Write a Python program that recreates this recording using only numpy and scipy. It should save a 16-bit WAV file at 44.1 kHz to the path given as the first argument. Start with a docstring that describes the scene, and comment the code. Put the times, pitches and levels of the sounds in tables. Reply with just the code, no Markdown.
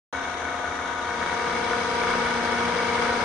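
"""A rotary-vane vacuum pump, already running on a steel bench in a workshop, cuts in abruptly.
At first it is heard from afar: the shaft hums in harmonics, three vanes knock in the casing on every
turn over a loose clatter, and the eight-bladed fan drones and rushes. From about 0.9 s the microphone
moves up to the fan guard, and hard knocks come more often. From about 2 s it stays near the guard,
where the fan is louder and brighter."""
import sys
import numpy as np
from scipy import signal
from scipy.fft import rfft, irfft, next_fast_len
from scipy.io import wavfile

SR = 44100
rng = np.random.default_rng(int(sys.argv[2]) if len(sys.argv) > 2 else 0)


def unload_audio(sound):
    """Save the sound as a 16-bit wav file, at the path given as the first command line argument."""
    columns = np.transpose(np.atleast_2d(sound))
    # keep every value between -1 and 1, then stretch to whole-number steps
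    steps = np.round(np.clip(columns, -1, 1) * 32767)
    wavfile.write(sys.argv[1], SR, steps.astype(np.int16))


N = 142884

SHAFT_HZ, BLADES = 29.69, 8
WAVER_DB, WAVER_HZ = 1.64, 4.8

# Strong shaft harmonics: shaft_multiple, far_db, near_db
HARMONICS = [(3, -54, -51), (4, -69, -59), (6, -56, -45.5), (8, -54, -37.5), (9, -47.5, -47.5),
             (10, -60.5, -51.5), (12, -54.5, -47.5), (13, -56, -57.5), (14, -69, -53), (15, -57.5, -42),
             (16, -47.5, -35), (17, -48, -43), (21, -51.5, -57.5), (22, -50.5, -65), (23, -54.5, -60.5),
             (24, -41.5, -39.5), (29, -49.5, -44.5), (30, -57, -56), (32, -42, -34), (33, -64, -42.5),
             (36, -47, -52.5), (40, -45, -39.5), (42, -45, -45.5), (43, -51.5, -50.5), (47, -59.5, -54),
             (48, -48, -46.5), (50, -44.5, -53), (51, -44, -51.5), (54, -51, -46.5), (60, -56.5, -52),
             (71.06, -58, -44.5)]
# Vane knocks within one rotation: place_turns, relative_db
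VANE_KNOCKS = [(.12, -10), (0.454, -5.5), (.80, -10.5)]
# The hardest knocks: start_s, relative_db
HARD_KNOCKS = [(0.4204, -22), (1.262, -13), (1.329, -20), (1.699, -15.5), (1.7110, -14.5), (1.7329, -12.5),
               (2, -21), (2.036, -13), (2.0697, -14.5), (2.1031, -13), (2.1368, -13.5), (2.2375, -16.5),
               (2.607, -14.5), (2.9785, -17)]
# Force of the vane knocks and clatter: time_s, gain_db
KNOCK_FORCE = [(.13, -1), (.55, 1), (.68, 1.5), (.82, 0), (1.1, 0), (1.28, 3), (1.5, 0.5), (1.9, -1.5),
               (2.25, 3), (2.55, 2), (2.75, 0.5), (3.02, 2), (3.24, 2)]
# Modes of the casing: pitch_hz, relative_db, t60_s
CASING_MODES = [(700, -13.5, 0.013), (941, -11, 0.052), (1070, -6, 0.0089), (1254, 0.5, 0.027),
                (1485, -3, .032), (1526, -7.5, .032), (1650, -14, 0.024), (1975, -5.5, .025),
                (2214, -10, 0.081), (3560, -18.5, 0.013), (6360, -23, 0.0038)]
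# Spectrum of the air rush from afar: frequency_hz, relative_db
RUSH_FAR = [(15, -45.5), (50, -20.5), (90, -11.5), (150, -3.5), (330, -2.5), (550, 0), (850, 4),
            (1500, -4.5), (1800, -4), (2300, -2.5), (2500, -11.5), (3700, -7.5), (4600, -17.5),
            (6400, -12.5), (7300, -23.5), (9800, -20.5)]
# The same at the guard: frequency_hz, relative_db
RUSH_NEAR = [(15, -26), (55, -8.5), (90, 0.5), (150, -5.5), (200, 0), (350, -5), (490, 6), (600, -0.5),
             (950, 2), (1450, 1.5), (2250, -3.5), (2550, -8), (3400, -9), (5000, -14), (6600, -13.5),
             (7300, -30), (7900, -23.5), (9800, -18.5)]
# Resonances that colour the rush: centre_hz, half_width_hz, far_lift_db, near_lift_db
RUSH_RESONANCES = [(1225, 34, 8.5, 6.5), (1540, 35, 6, 6), (2225, 69, -0.5, 6), (2720, 14, 9.5, 7.5),
                   (3020, 53, 0, 2.5), (3350, 140, 3.5, 4.5), (3715, 20, 10, 3.5), (3985, 53, 4, 6.5),
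                   (4445, 24, 7.5, 5.5), (4670, 60, 3, 5), (4995, 35, 3, 9.5), (5270, 32, 1, 8),
                   (5680, 11, 10.5, 8), (6540, 70, 3.5, 0), (7780, 110, -3.5, 7.5)]
# Fan swish and metallic chatter: centre_hz, half_width_hz, place_turns, sharpness, far_db, near_db
BURST_BANDS = [(496, 84, 0.14, 0.3, -55.5, -43), (2257, 55, 0.87, 1.7, -51.5, -39.5)]
# Tones just below the third shaft harmonic: pitch_hz, level_db
BEATING_TONES = [(71.8, -56), (81.3, -52)]
# The microphone's walk: time_s, nearness (0 afar, about 1 at the guard)
APPROACH = [(.13, 0), (.7, 0.01), (.9, 0), (1.1, 0.32), (1.3, 0.52), (1.55, 0.75), (1.9, 0.89),
            (2.15, 1.02), (2.42, 0.84), (2.7, 0.96), (3.0, 1.02), (3.24, 0.97)]
# Microphone pair: frequency_hz, correlation, far_left_minus_right_db, near_left_minus_right_db
MIC_PAIR = [(70, 0.86, -1.7, .8), (232, 1, 0, 5.1), (480, 0.4, 4, 4.1), (830, 0.9, 3.5, 5.7),
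            (1400, 0, 5, 0.94), (2100, 0.39, 5, 2.2), (3200, 0, 6, 7.8), (4760, .15, 3.5, 7.3),
            (6300, 0, 13.5, 9.4), (8460, .05, -1.5, 2)]


def shaft_hum(turns, near):
    """Periodic motion gives a harmonic series; the first blade-passing tones swell up close."""
    crest_turns, spread_rad_per_khz = 0.05064, 0.56
    out = np.zeros((2, N))
    for multiple, far_db, near_db in HARMONICS:
        k = round(multiple)
        level = amp(far_db + (near_db - far_db) * near + WAVER_DB * drift(WAVER_HZ))
        loose = abs(k - 2 * BLADES) > 2  # those around the second blade tone crest together
        phase = 2 * np.pi * (k * (turns - crest_turns) + loose * rng.random())
        spread = spread_rad_per_khz * k * SHAFT_HZ / 1000 * drift(rate_hz=0.84) / 2
        out += np.sqrt(2) * level * np.sin([phase + spread, phase - spread])
    return out


def blows(near):
    """Impact excitation: three uneven vane knocks a turn, random clatter and a few hard knocks."""
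    jitter_s, vane_scatter_db, clatter_per_s, clatter_scatter_db = .00045, 3.5, 420, 3
    turn = np.arange(int(N / SR * SHAFT_HZ) + 1)
    vanes = np.zeros(N)
    for place, db in VANE_KNOCKS:
        late, size = rng.standard_normal((len(turn), 2)).T
        times = (turn + place) / SHAFT_HZ + jitter_s * late
        vanes += impulses(times, db + vane_scatter_db * np.minimum(size, 1))
    ticks = (rng.random(N) < clatter_per_s / SR) * rng.choice([-1, 1], N)
    clatter = ticks * amp(clatter_scatter_db * np.minimum(rng.standard_normal(N), 2))
    steady = vanes * amp(-5 + 2 * near) + clatter * amp(-20 + 3.5 * near)
    hard_s, hard_db = np.transpose(HARD_KNOCKS)
    return amp(over_time(KNOCK_FORCE)) * steady + impulses(hard_s, hard_db + 13.5)


def casing(drive):
    """Modal response: each blow gives a short crack and rings the damped modes of the cast casing."""
    crack_db, crack_decay_s, crack_hz = 11, 0.00065, 1355
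    t = np.arange(4096) / SR
    ring = sum((-1) ** k * amp(db - 60 * t / t60) * np.sin(2 * np.pi * hz * t)
               for k, (hz, db, t60) in enumerate(CASING_MODES))
    ring += amp(crack_db) * np.exp(-t / crack_decay_s) * np.sin(2 * np.pi * crack_hz * t)
    return signal.oaconvolve(drive, ring / np.linalg.norm(ring))[:N]


def fan_air(turns, near):
    """Amplitude modulation: the passing blades chop the fluttering rush through the guard."""
    chop_depth, flutter_db = 0.067, .8
    far = amp(-36) * rush(RUSH_FAR, lift_column=2) * np.sqrt(1 - np.clip(near, 0, 1) ** 2)
    close = amp(-28.5) * rush(RUSH_NEAR, lift_column=3) * near
    chop = 1 + chop_depth * np.cos(2 * np.pi * BLADES * turns)
    return (far + close) * chop * amp(flutter_db * drift(rate_hz=70))


def rush(spectrum, lift_column):
    """Resonance lifts narrow peaks out of broadband air noise."""
    def colour(hz):
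        lift_db = sum(row[lift_column] / (1 + ((hz - row[0]) / row[1]) ** 2) for row in RUSH_RESONANCES)
        return amp(over_frequency(spectrum, hz) + lift_db)
    return stereo_noise(colour)


def swish_and_chatter(turns, near):
    """Periodic gating: narrow bands of noise swell at one place in every turn."""
    out = np.zeros((2, N))
    for centre, width, place, sharpness, far_db, near_db in BURST_BANDS:
        gate = unit_rms(np.exp(sharpness * np.cos(2 * np.pi * (turns - place))))
        band = stereo_noise(lambda hz: 1 / (1 + ((hz - centre) / width) ** 4))
        out += amp(far_db + (near_db - far_db) * near) * gate * band
    return out


def throb(t):
    """Beating: two low tones interfere with each other and the third harmonic, so the bass pulses."""
    out = np.zeros(N)
    for hz, db in BEATING_TONES:
        level = amp(db + WAVER_DB * drift(WAVER_HZ))
        out += np.sqrt(2) * level * np.sin(2 * np.pi * (hz * t + rng.random()))
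    return out


def workshop(direct, t60_s=0.22, tail_db=-4.5):
    """Reverberation: sparse reflections follow the direct sound, different at each microphone."""
    t = np.arange(SR // 2) / SR
    reflections = rng.standard_normal((2, len(t))) * (rng.random((2, len(t))) < .1)
    tail = reflections * amp(-60 * t / t60_s)
    tail /= np.linalg.norm(tail, axis=1, keepdims=True)
    return direct + amp(tail_db) * signal.fftconvolve(direct[None], tail, axes=1)[:, :N]


def stereo_noise(colour):
    """Partial coherence: the two microphones share only part of a coloured noise."""
    size = next_fast_len(N, real=True)
    hz = np.fft.rfftfreq(size, 1 / SR)
    left, independent = rfft(rng.standard_normal((2, size)))
    correlation = np.clip(over_frequency(MIC_PAIR, hz), -1, 1)
    right = correlation * left + np.sqrt(1 - correlation ** 2) * independent
    return unit_rms(irfft(np.array([left, right]) * colour(hz), size)[:, :N])


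def drift(rate_hz):
    """Low-pass filtering turns noise into a random wander of rms about 1."""
    hz = np.fft.rfftfreq(4096, 32 / SR)
    slow = unit_rms(irfft(rfft(rng.standard_normal(4096)) / (1 + (hz / rate_hz) ** 2)))
    return np.interp(np.arange(N) / 32, np.arange(4096), slow, period=4096)


def impulses(times, db):
    """Ideal impacts, one sample each."""
    at = np.round(times * SR).astype(int)
    inside = (at >= 0) & (at < N)
    return np.bincount(at[inside], amp(db)[inside], N)


def over_time(table):
    """Linear interpolation at every sample."""
    return np.interp(np.arange(N) / SR, *np.transpose(table))


def over_frequency(table, hz, column=1):
    """Interpolation along log frequency."""
    table = np.array(table)
    return np.interp(np.log(hz + 1), np.log(table[:, 0] + 1), table[:, column])


def amp(db):
    """Decibels to amplitude ratio."""
    return 10 ** (np.asarray(db) / 20)


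def unit_rms(x):
    """Normalisation to rms 1."""
    return x / np.sqrt(np.mean(x ** 2) + 1e-20)


def scene():
    """Superposition: the sounds of pump and fan add along one approach."""
    walk_m, sound_m_per_s, wobble_turns = 0.2, 343, 0.0023
    t, near = np.arange(N) / SR, over_time(APPROACH)
    lead_s = walk_m * near / sound_m_per_s  # a shorter path advances the phase
    turns = SHAFT_HZ * (t + lead_s) + wobble_turns * drift(WAVER_HZ)
    pump = shaft_hum(turns, near) + workshop(casing(blows(near)))
    return pump + fan_air(turns, near) + swish_and_chatter(turns, near) + throb(t)


def record(dry):
    """Level difference: the left side mostly leads as the walk goes on; sound cuts in, band-limited."""
    start_s, cutoff_hz = .127, 9950
    hz, near = np.fft.rfftfreq(N, 1 / SR), np.clip(over_time(APPROACH), 0, 1)
    leans_db = [over_frequency(MIC_PAIR, hz, column) for column in (2, 3)]
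    far, close = [irfft(rfft(dry) * amp([db / 2, -db / 2]), N) for db in leans_db]
    heard = (far * (1 - near) + close * near) * (np.arange(N) / SR > start_s)
    lowpass = signal.firwin(511, cutoff_hz, window=("kaiser", 9), fs=SR)
    return signal.oaconvolve(heard, lowpass[None], "same")


dry = scene()
out = record(dry)
unload_audio(out)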